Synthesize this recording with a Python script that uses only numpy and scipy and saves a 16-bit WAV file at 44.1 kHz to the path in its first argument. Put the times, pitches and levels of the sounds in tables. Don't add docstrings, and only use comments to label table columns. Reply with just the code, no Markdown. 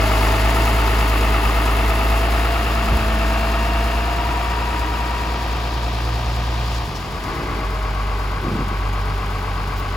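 import sys
import numpy as np
from scipy import signal
from scipy.fft import rfft, irfft, next_fast_len
from scipy.io import wavfile
from scipy.ndimage import map_coordinates

SR = 44100
rng = np.random.default_rng(int(sys.argv[2]) if len(sys.argv) > 2 else 0)


def int16_out(signal):
    q = np.round(np.clip(np.atleast_2d(signal).T, -1, 1) * 32767)
    wavfile.write(sys.argv[1], SR, q.astype(np.int16))


N = 439236
T = np.arange(N) / SR
PADDED = next_fast_len(N, real=True)
FREQS = np.fft.rfftfreq(PADDED, 1 / SR)

# (start [s], end [s], slip rate [Hz], its rise [Hz/s], level [dB], unevenness [0-1], resonance [Hz])
GROANS = [(7.249, 7.648, 56.75, 7.5, -34, 0, 305), (8.422, 8.64, 53, 2, -29.5, .25, 170)]
# (frequency [Hz], width [Hz], relative level [dB])
PANEL = [(877, 68, -7), (1027, 77, -1.5), (1115, 66, 3.5), (1240, 63, -2), (1520, 56, -12.5)]


def undb(db):
    return 10 ** (np.asarray(db) / 20)


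def unit(x):
    return x / np.sqrt(np.mean(x ** 2))


def curves(rows):
    s, *columns = np.transpose(rows)
    return [np.interp(T, s, column) for column in columns]


def ramp(start, length):
    return np.clip((T - start) / length, 0, 1)


def swell(start, end, edge):
    return np.clip(np.minimum(T - start, end - T) / edge + .5, 0, 1)


def spells(rows, fade_db_per_s):
    levels = []
    for start, end, db in rows:
        seconds_outside = np.maximum(np.maximum(start - T, T - end), 0)
        levels.append(db - fade_db_per_s * seconds_outside)
    return np.max(levels, axis=0)


def walk(rate):
    knots = rng.standard_normal(int(rate * N / SR) + 4)
    coarse = map_coordinates(knots, [T[::50] * rate], order=2, mode="nearest")
    return unit(coarse).repeat(50)[:N]


def response(points):
    hz, db = np.transpose(points)
    return undb(np.interp(np.log(FREQS + 1), np.log(hz), db))


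def resonance(hz, width_hz):
    damping = 1j * FREQS * width_hz
    return damping / (hz ** 2 - FREQS ** 2 + damping)


def modes(table, centre_hz, spread_hz):
    sheet = sum(undb(db) * resonance(hz, width) for hz, width, db in table)
    sheet = sheet * resonance(centre_hz, spread_hz)
    return sheet / np.sqrt(np.mean(abs(sheet) ** 2))


def through(x, gain):
    return irfft(rfft(x, PADDED) * gain, PADDED)[..., :N]


def scatter(x, smear_s):
    echoes = rfft(rng.standard_normal(N) * np.exp(-T / smear_s), PADDED)
    return through(x, echoes / abs(echoes))


def rattle(firings, repeat):
    size = 6 * 1024
    angle = (firings / 6 * size).astype(int) % size
    recurring = rng.standard_normal((2, size))[:, angle]
    fresh = rng.standard_normal((2, N))
    return np.sqrt(repeat) * recurring + np.sqrt(1 - repeat) * fresh


def blows(count_up, decay, between):
    return unit(np.exp(-(count_up % 1) / decay) + between)


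def throttle():
    cut_s, cut_fall_s, coast_s, recover_s = 6.78, 0.11, 0.39, 0.6
    idle = ramp(cut_s + cut_fall_s + coast_s, recover_s)
    return ramp(cut_s, cut_fall_s) - idle, idle


def heard(layer):
    near_db, shade_db, load_db, coast_db, idle_db = layer
    track_m, start_m, speed_m_s, stops_s = 5.93, 1.32, 1.305, 6.9
    # (start [s], end [s])
    shade_s = [1.93, 6.16]
    # (time [s], load [0-1])
    load_rows = [(0, 0.56), (.5, 0.5), (1.5, 0.02), (5.3, 0.48), (6.1, 0.7), (6.75, 1), (6.9, 0.4)]
    distance = np.hypot(track_m, start_m + speed_m_s * np.minimum(T, stops_s))
    shade = ramp(shade_s[0], shade_s[1] - shade_s[0])
    load, = curves(load_rows)
    coast, idle = throttle()
    place_db = near_db - 20 * np.log10(distance / track_m) + shade_db * shade
    return place_db + load_db * load + coast_db * coast + idle_db * idle


def exhaust(firings, waver_db=0.56, coast_waver_db=0.0, octave_waver_db=-0.2, upper_waver_db=2.2):
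    # (time [s], fundamental [dB], octave [dB])
    drone_rows = [(0, -17, -24), (.7, -17.5, -26.5), (1.6, -17.5, -30.5), (2.2, -17.5, -29.5),
                  (2.7, -20, -32), (3.8, -19, -34), (4.1, -22, -34.5), (5.3, -24, -36.5),
                  (6.1, -22.5, -27.5), (6.77, -22.5, -28.5), (6.95, -36, -39), (7.35, -31.5, -42),
                  (7.7, -24, -36), (8.1, -22.5, -30.5), (8.5, -26.5, -31.5), (8.9, -21.5, -28),
                  (9.3, -25.5, -29), (9.96, -25, -29.5)]
    orders = [18, 24, 30, 34, 36]
    # (relative level [dB], share of the boom that each takes [0-1])
    strengths = [(-9, .9), (0, 0.94), (-4, 0.06), (-7, 0.6), (-3, 0.3)]
    # (nearest, behind cab, load, coasting, idle [dB])
    upper_layer = (-37.5, -7.5, 1.5, -9, 3)
    # (start [s], end [s], gain [dB])
    boom_spell = (2.71, 4.04, 8.7)
    usual_lope, deep_start_s, deep_end_s, deeper_by = 0.083, 3.8, 6.8, 0.14

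    coast, _ = throttle()
    drone_db, octave_db = curves(drone_rows)
    start, end, boom_db = boom_spell
    upper_db = heard(upper_layer)
    boom = boom_db * swell(start, end, edge=0.29)
    lope = usual_lope + deeper_by * swell(deep_start_s, deep_end_s, edge=.4)
    angle = 2 * np.pi * firings
    drone_db = drone_db + waver_db * walk(21) + coast_waver_db * coast * walk(19)
    drone = undb(drone_db) * np.cos(angle) * (1 + lope * np.cos(angle / 6))
    drone += undb(octave_db + octave_waver_db * walk(13)) * np.sin(2 * angle)
    for order, (db, share) in zip(orders, strengths):
        level_db = upper_db + db + share * boom + upper_waver_db * walk(11)
        drone += undb(level_db) * np.cos(order * angle / 6)
    return np.sqrt(2) * drone


def whine(firing_hz, flutter_db=1.6, backlash=0.14, throb=0.12):
    gear_tones = [
        [73],
        [76],
        [100],
        [102],
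        [139],
        [181, 201],
        [300],
    ]
    # (start [s], end [s], level of its first tone [dB])
    gear_spells = [
        [(0, .7, -33), (.7, 2.05, -39.5), (2.05, 2.7, -32.5), (2.7, 3.2, -34.5), (3.2, 4.1, -31)],
        [(0, .3, -33), (1.5, 2.8, -37.5), (3.2, 4.4, -39), (7.3, 8.1, -43)],
        [(0, 0.9, -37.5)],
        [(3.45, 4.3, -37.5)],
        [(1.25, 1.95, -36)],
        [(3.1, 3.73, -41)],
        [(1.3, 2.7, -42.5), (3.45, 3.9, -41.5)],
    ]
    # (time [s], share by which it runs ahead)
    surge_rows = [(0, -0.0024), (1.5, -0.0065), (2.0, -0.0016), (2.45, 0.0049), (2.95, -0.0071),
                  (3.4, -.003), (6, -0.0036), (7.15, 0.000018), (7.33, -0.028), (7.7, .001)]
    surge, = curves(surge_rows)
    turns = np.cumsum(firing_hz * (1 + surge)) / SR / 6
    out = 0
    for tones, rows in zip(gear_tones, gear_spells):
        level_db = spells(rows, fade_db_per_s=17.5)
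        for teeth in tones:
            mesh = 2 * np.pi * teeth * turns
            tone = np.sin(mesh + backlash * walk(25))
            out = out + undb(level_db + flutter_db * walk(20)) * tone * tones[0] / teeth
    return np.sqrt(2) * out * (1 + throb * np.cos(2 * np.pi * 2 * turns))


def clatter(firings, clatter_db, lag=0.06, blow_decay=0.14, between=1.9):
    cylinders_db = [0, 3.5, 1.5, 5, -4.5, 2.5]
    # (frequency [Hz], gain [dB])
    bay_open = [(240, -14), (400, -2), (525, -13), (659, -3), (781, -5), (864, -3), (1020, -5.5),
                (1290, -4), (1560, -11), (2040, -6.5), (2420, -12.5), (2680, -9), (3150, -16.5),
                (4680, -22.5), (6000, -53), (7800, -65), (13200, -120)]
    bay_passing = [(240, -43), (400, -12), (525, -15), (681, -5.5), (789, -6), (957, -12), (1040, -6.5),
                   (1210, -6.5), (1440, -10.5), (1890, -13.5), (2240, -13.5), (2710, -12.5), (3040, -18.5),
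                   (5120, -26.5), (6000, -38), (7800, -39), (13200, -120)]
    behind_cab = [(240, -40), (400, -13), (496, -5), (595, -4), (713, 4), (789, -1), (968, 1.5), (1010, 1),
                  (1260, -0.5), (1310, -9), (1610, -5), (1740, -8), (2420, -7.5), (4780, -14.5),
                  (6000, -22), (7800, -51), (13200, -120)]
    idling = [(240, -62), (400, -8), (537, -15.5), (637, -10), (674, -13), (790, -8.5), (946, -10),
              (1120, -8), (1380, -16), (1470, -10.5), (1830, -17), (2090, -14), (3480, -24), (4780, -26.5),
              (6000, -37.5), (7800, -48), (13200, -120)]
    turn_s = [1.8, 3.2, 4.9, 5.7, 7, 7.4]

    strokes = firings - lag
    cylinder_gain = undb(cylinders_db)[strokes.astype(int) % 6]
    force = cylinder_gain * np.exp(-(strokes % 1) / blow_decay) + between
    drive = scatter(rattle(firings, repeat=0.75) * force, smear_s=0.002)
    side = np.interp(T, np.sort(turn_s), [0, 1, 1, 2, 2, 3])
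    block = 0
    for k, colour in enumerate((bay_open, bay_passing, behind_cab, idling)):
        share = np.clip(1 - abs(side - k), 0, 1)
        block = block + share * unit(through(drive, response(colour)))
    return block * undb(clatter_db)


def thrum(firings, thrum_db):
    # (frequency [Hz], gain [dB])
    driving = [(22, -23), (42, 8.5), (70, 5.5), (150, -0.5), (210, 0), (260, -2.5), (300, 3), (350, -4.5),
               (430, -2.5), (520, -8), (800, -57)]
    standing = [(22, -19), (40, 10), (80, 7.5), (160, 5.5), (200, 1), (290, -4.5), (350, -4.5), (430, -2),
                (520, -15), (800, -56)]
    drive = rattle(firings, repeat=0.68)
    rest = ramp(5.5, 2.1)
    frame = (1 - rest) * unit(through(drive, response(driving)))
    frame = frame + rest * unit(through(drive, response(standing)))
    return frame * undb(thrum_db)


def rasp(firings, rasp_db, fizz_db, flicker_db=0.9, fizz_flicker_db=0.9, tick_decay=0.11, between=2.0):
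    injectors_db = [-1, 1, -3, 6, 5, 12]
    # (frequency [Hz], gain [dB])
    rasp_colour = [(3500, -11), (4400, 6), (5000, 11.5), (5600, 2), (6800, 3), (12000, -12.5)]
    fizz_colour = [(5500, -5), (8000, -2), (11000, 5.5), (15500, 1)]
    injections = firings + .25
    injector_gain = undb(injectors_db)[injections.astype(int) % 6]
    ticks = injector_gain * np.exp(-(injections % 1) / tick_decay) + between
    drive = scatter(rattle(firings, repeat=0.26) * ticks, smear_s=0.004)
    drive = drive * undb(flicker_db * walk(60))
    ticking = unit(through(drive, response(rasp_colour))) * undb(rasp_db)
    fizz = unit(through(drive, response(fizz_colour)))
    return ticking + fizz * undb(fizz_db + fizz_flicker_db * walk(70))


def cover(firings, buzz_db=-4, throb=0.38, looseness=0.48):
    # (frequency [Hz], width [Hz], relative level [dB])
    cover_modes = [(984, 41, -7.5), (1160, 38, -13), (1914, 32, -6)]
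    # (nearest, behind cab, load, coasting, idle [dB])
    buzz_layer = (-28.5, -4, -16, 4, -21)
    # (start [s], end [s], level of the tone [dB])
    facing = [(3.4, 5.8, -37), (4.25, 5.15, -31)]
    order = 100

    tone_db = spells(facing, fade_db_per_s=18)
    level_db = np.maximum(heard(buzz_layer), tone_db)
    drive = rattle(firings, repeat=0.7) * blows(firings / 3, decay=0.21, between=0.55)
    buzz = unit(through(drive, modes(cover_modes, centre_hz=1050, spread_hz=800)))
    tone = np.sin(2 * np.pi * order * firings / 6 + looseness * walk(30))
    tone = tone * (1 - throb * np.cos(2 * np.pi * firings / 3))
    return buzz * undb(level_db + buzz_db) + unit(tone) * undb(tone_db)


def tappets(firings, scatter_db=2):
    # (place in the cycle [0-1], resonance [Hz], width [Hz], relative level [dB])
    rockers = [(0.98, 1293, 179, -3), (.3, 1104, 223, -2.5), (.3, 320, 130, -6), (0.471, 807, 403, -6.5),
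               (0.799, 920, 138, -3.5), (0.809, 406, 170, -5.5), (0.951, 2630, 220, -6)]
    # (nearest, behind cab, load, coasting, idle [dB])
    tappet_layer = (-32.5, -4, -6, -4, -6)
    buzz = rattle(firings, repeat=0.84)
    out = 0
    for place, hz, width, db in rockers:
        drive = buzz * blows(firings / 6 - place, decay=0.086, between=0.11)
        ring = unit(through(drive, resonance(hz, width) ** 2))
        out = out + ring * undb(db + scatter_db * walk(9))
    return out * undb(heard(tappet_layer))


def bump(attack_s=0.01):
    # (time [s], noise level before the envelope [dB], resonance [Hz], decay [s])
    tyre = (2.885, -18.5, 62, 0.14)
    s, db, hz, decay_s = tyre
    rumble = unit(through(rng.standard_normal(N), resonance(hz, hz) ** 2))
    return rumble * undb(db) * ramp(s, attack_s) * np.exp(-np.maximum(T - s, 0) / decay_s)


def hisses():
    # (centre time [s], length [s], centre frequency [Hz], width [Hz], level [dB])
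    bursts = [(6.75, 0.082, 4000, 4500, -40.5), (6.964, 0.024, 5000, 2200, -39),
              (9.79, .04, 14520, 2530, -45)]
    noise = rng.standard_normal((2, N))
    out = 0
    for s, length, hz, width, db in bursts:
        band = unit(through(noise, resonance(hz, width) ** 2))
        out = out + band * undb(db) * swell(s - length / 2, s + length / 2, edge=0.5 * length)
    return out


def brakes(width_hz=220, grind=0.098):
    out = 0
    for start, end, slip_hz, rise, db, uneven, ring_hz in GROANS:
        rate = slip_hz + rise * np.clip(T - start, 0, end - start)
        slips = np.floor(np.cumsum(rate * (1 + uneven * walk(70))) / SR)
        drive = np.diff(slips, prepend=0) + grind * np.sqrt(abs(uneven)) * rng.standard_normal(N)
        groan = unit(through(drive, resonance(ring_hz, width_hz) ** 2))
        out = out + groan * undb(db) * swell(start, end, edge=0.07)
    return out


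def lining():
    # (resonance [Hz], width [Hz], level [dB])
    scrape = (2040, 200, -42)
    hz, width, db = scrape
    rub = unit(through(rng.standard_normal((2, N)), resonance(hz, width) ** 2))
    return rub * undb(db) * swell(*GROANS[0][:2], edge=0.21)


def knock(firings, jitter=0.002, scatter_db=.6, chatter=.25):
    # (place in the engine cycle [0-1], relative level [dB])
    panel_knocks = [(.035, -2.5), (.225, 2), (.375, -5.5), (.535, -13), (.725, -2), (.895, -0.5)]
    # (start [s], end [s], level [dB])
    knock_spells = [(7.3, 9.96, -33.5)]
    taps, shaking = 0, 0
    for place, db in panel_knocks:
        cycles = firings / 6 - place + jitter * walk(9)
        taps = taps + undb(db) * np.diff(np.floor(cycles), prepend=np.floor(cycles[0]))
        shaking = shaking + undb(db) * blows(cycles, decay=0.073, between=0.02)
    drive = unit(taps) + chatter * unit(shaking) * rattle(firings, repeat=0.44)
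    out = 0
    for hz, width, db in PANEL:
        ring = unit(through(drive, resonance(hz, width) * resonance(hz, 2 * width)))
        out = out + ring * undb(db + scatter_db * walk(12))
    return unit(out) * undb(spells(knock_spells, fade_db_per_s=31))


def thuds(scatter_db=1.5, softness=3.5):
    # (frequency [Hz], width [Hz], relative level [dB])
    frame_modes = [(147, 26, -3), (202, 25, -0.5), (263, 30, -3), (329, 34, -3.5), (465, 48, -11)]
    # (time [s], peak level [dB])
    blow_rows = [(8.434, -18), (8.468, -16.5), (8.516, -18), (8.54, -18), (8.576, -21.5), (8.607, -20),
                 (8.624, -23), (8.658, -25), (8.714, -23)]
    rings = []
    for hz, width, _ in frame_modes:
        rings.append(irfft(resonance(hz, width) * resonance(hz, softness * width), PADDED)[:N])
    rings = np.array(rings)
    rings /= abs(rings).max(axis=1, keepdims=True)
    chances = rng.standard_normal((len(blow_rows), len(frame_modes)))
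    out = np.zeros(N)
    for (s, db), chance in zip(blow_rows, chances):
        ring = undb(np.array(frame_modes)[:, 2] + scatter_db * chance) @ rings
        start = int(s * SR)
        out[start:] += undb(db) * ring[:N - start] / abs(ring).max()
    return out


def clanks(damping=1.1):
    # (time [s], peak level [dB])
    clank_rows = [(9.602, -15)]
    ring = sum(undb(db) * resonance(hz, width * damping) for hz, width, db in PANEL)
    ring = ring * resonance(996, 610) ** 2
    out = 0
    for s, db in clank_rows:
        impulse = 1. * (np.arange(N) == int(s * SR))
        hit = through(impulse, ring)
        out = out + hit / abs(hit).max() * undb(db)
    return out


def scene():
    # (time [s], firing rate [Hz])
    speed = [(0, 52), (0.2, 52.43), (0.6, 54.82), (0.85, 54.14), (1.15, 53.53), (2.05, 54.03), (2.6, 55.99),
             (2.8, 55.49), (3.1, 54.28), (3.9, 56.03), (4.3, 57), (5.3, 57.18), (6.79, 57.77), (7.0, 50.3),
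             (7.15, 50.8), (7.33, 52.3), (7.7, 49.93), (8.4, 48.72), (9.96, 48.11)]
    # (nearest, behind cab, load, coasting, idle [dB])
    clatter_layer = (-22.5, -2, 1, -2, -0.65)
    thrum_layer = (-28.5, 2.54, 0.3, 2, 0.2)
    rasp_layer = (-42, -2.5, 6, 1, -2)
    fizz_layer = (-37, -9, 1, 1, 0)
    # (frequency [Hz], side gain [dB])
    width_points = [(60, -24), (125, -17), (250, -14), (500, -12), (1000, -9), (2000, -10), (4000, -4.5),
                    (8000, -10), (12000, -11)]
    # (frequency [Hz], left minus right [dB])
    tilt_points = [(60, -0.2), (110, -2), (200, -.5), (380, 0), (700, 3), (1290, 1), (2380, 2.5), (4400, 5),
                   (8120, -0.5), (15000, 0.5)]
    # (frequency [Hz], lead of the left [rad])
    lead_points = [(0, 0), (1550, 1.1), (4130, 0.2), (4570, 0.3), (7490, -0.0), (8350, -3.0), (9560, -3.2),
                   (10400, -6.1), (11600, -6.3), (12500, -9.0), (13700, -9.6), (14100, -10.3),
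                   (14600, -12.5), (15200, -12.6)]

    firing_hz, = curves(speed)
    firings = np.cumsum(firing_hz) / SR
    shudder_db = 2 * swell(*GROANS[0][:2], edge=0.13)
    wide = clatter(firings, heard(clatter_layer) + shudder_db)
    wide = wide + thrum(firings, heard(thrum_layer) + shudder_db)
    wide = wide + rasp(firings, heard(rasp_layer), heard(fizz_layer))
    wide = wide + cover(firings) + tappets(firings) + hisses() + lining() + knock(firings)
    mid, side = wide
    mid = mid + exhaust(firings) + whine(firing_hz) + bump() + brakes() + thuds() + clanks()

    side = through(side, response(width_points))
    lean = np.sqrt(response(tilt_points))
    lag = np.exp(-1j * np.interp(FREQS, *np.transpose(lead_points)))
    return np.array([through(mid + side, lean), through(mid - side, lag / lean)])


def record(dry):
    low_pass = signal.ellip(8, .2, 70, 15750, fs=SR, output="sos")
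    return signal.sosfilt(low_pass, dry)


dry = scene()
out = record(dry)
int16_out(out)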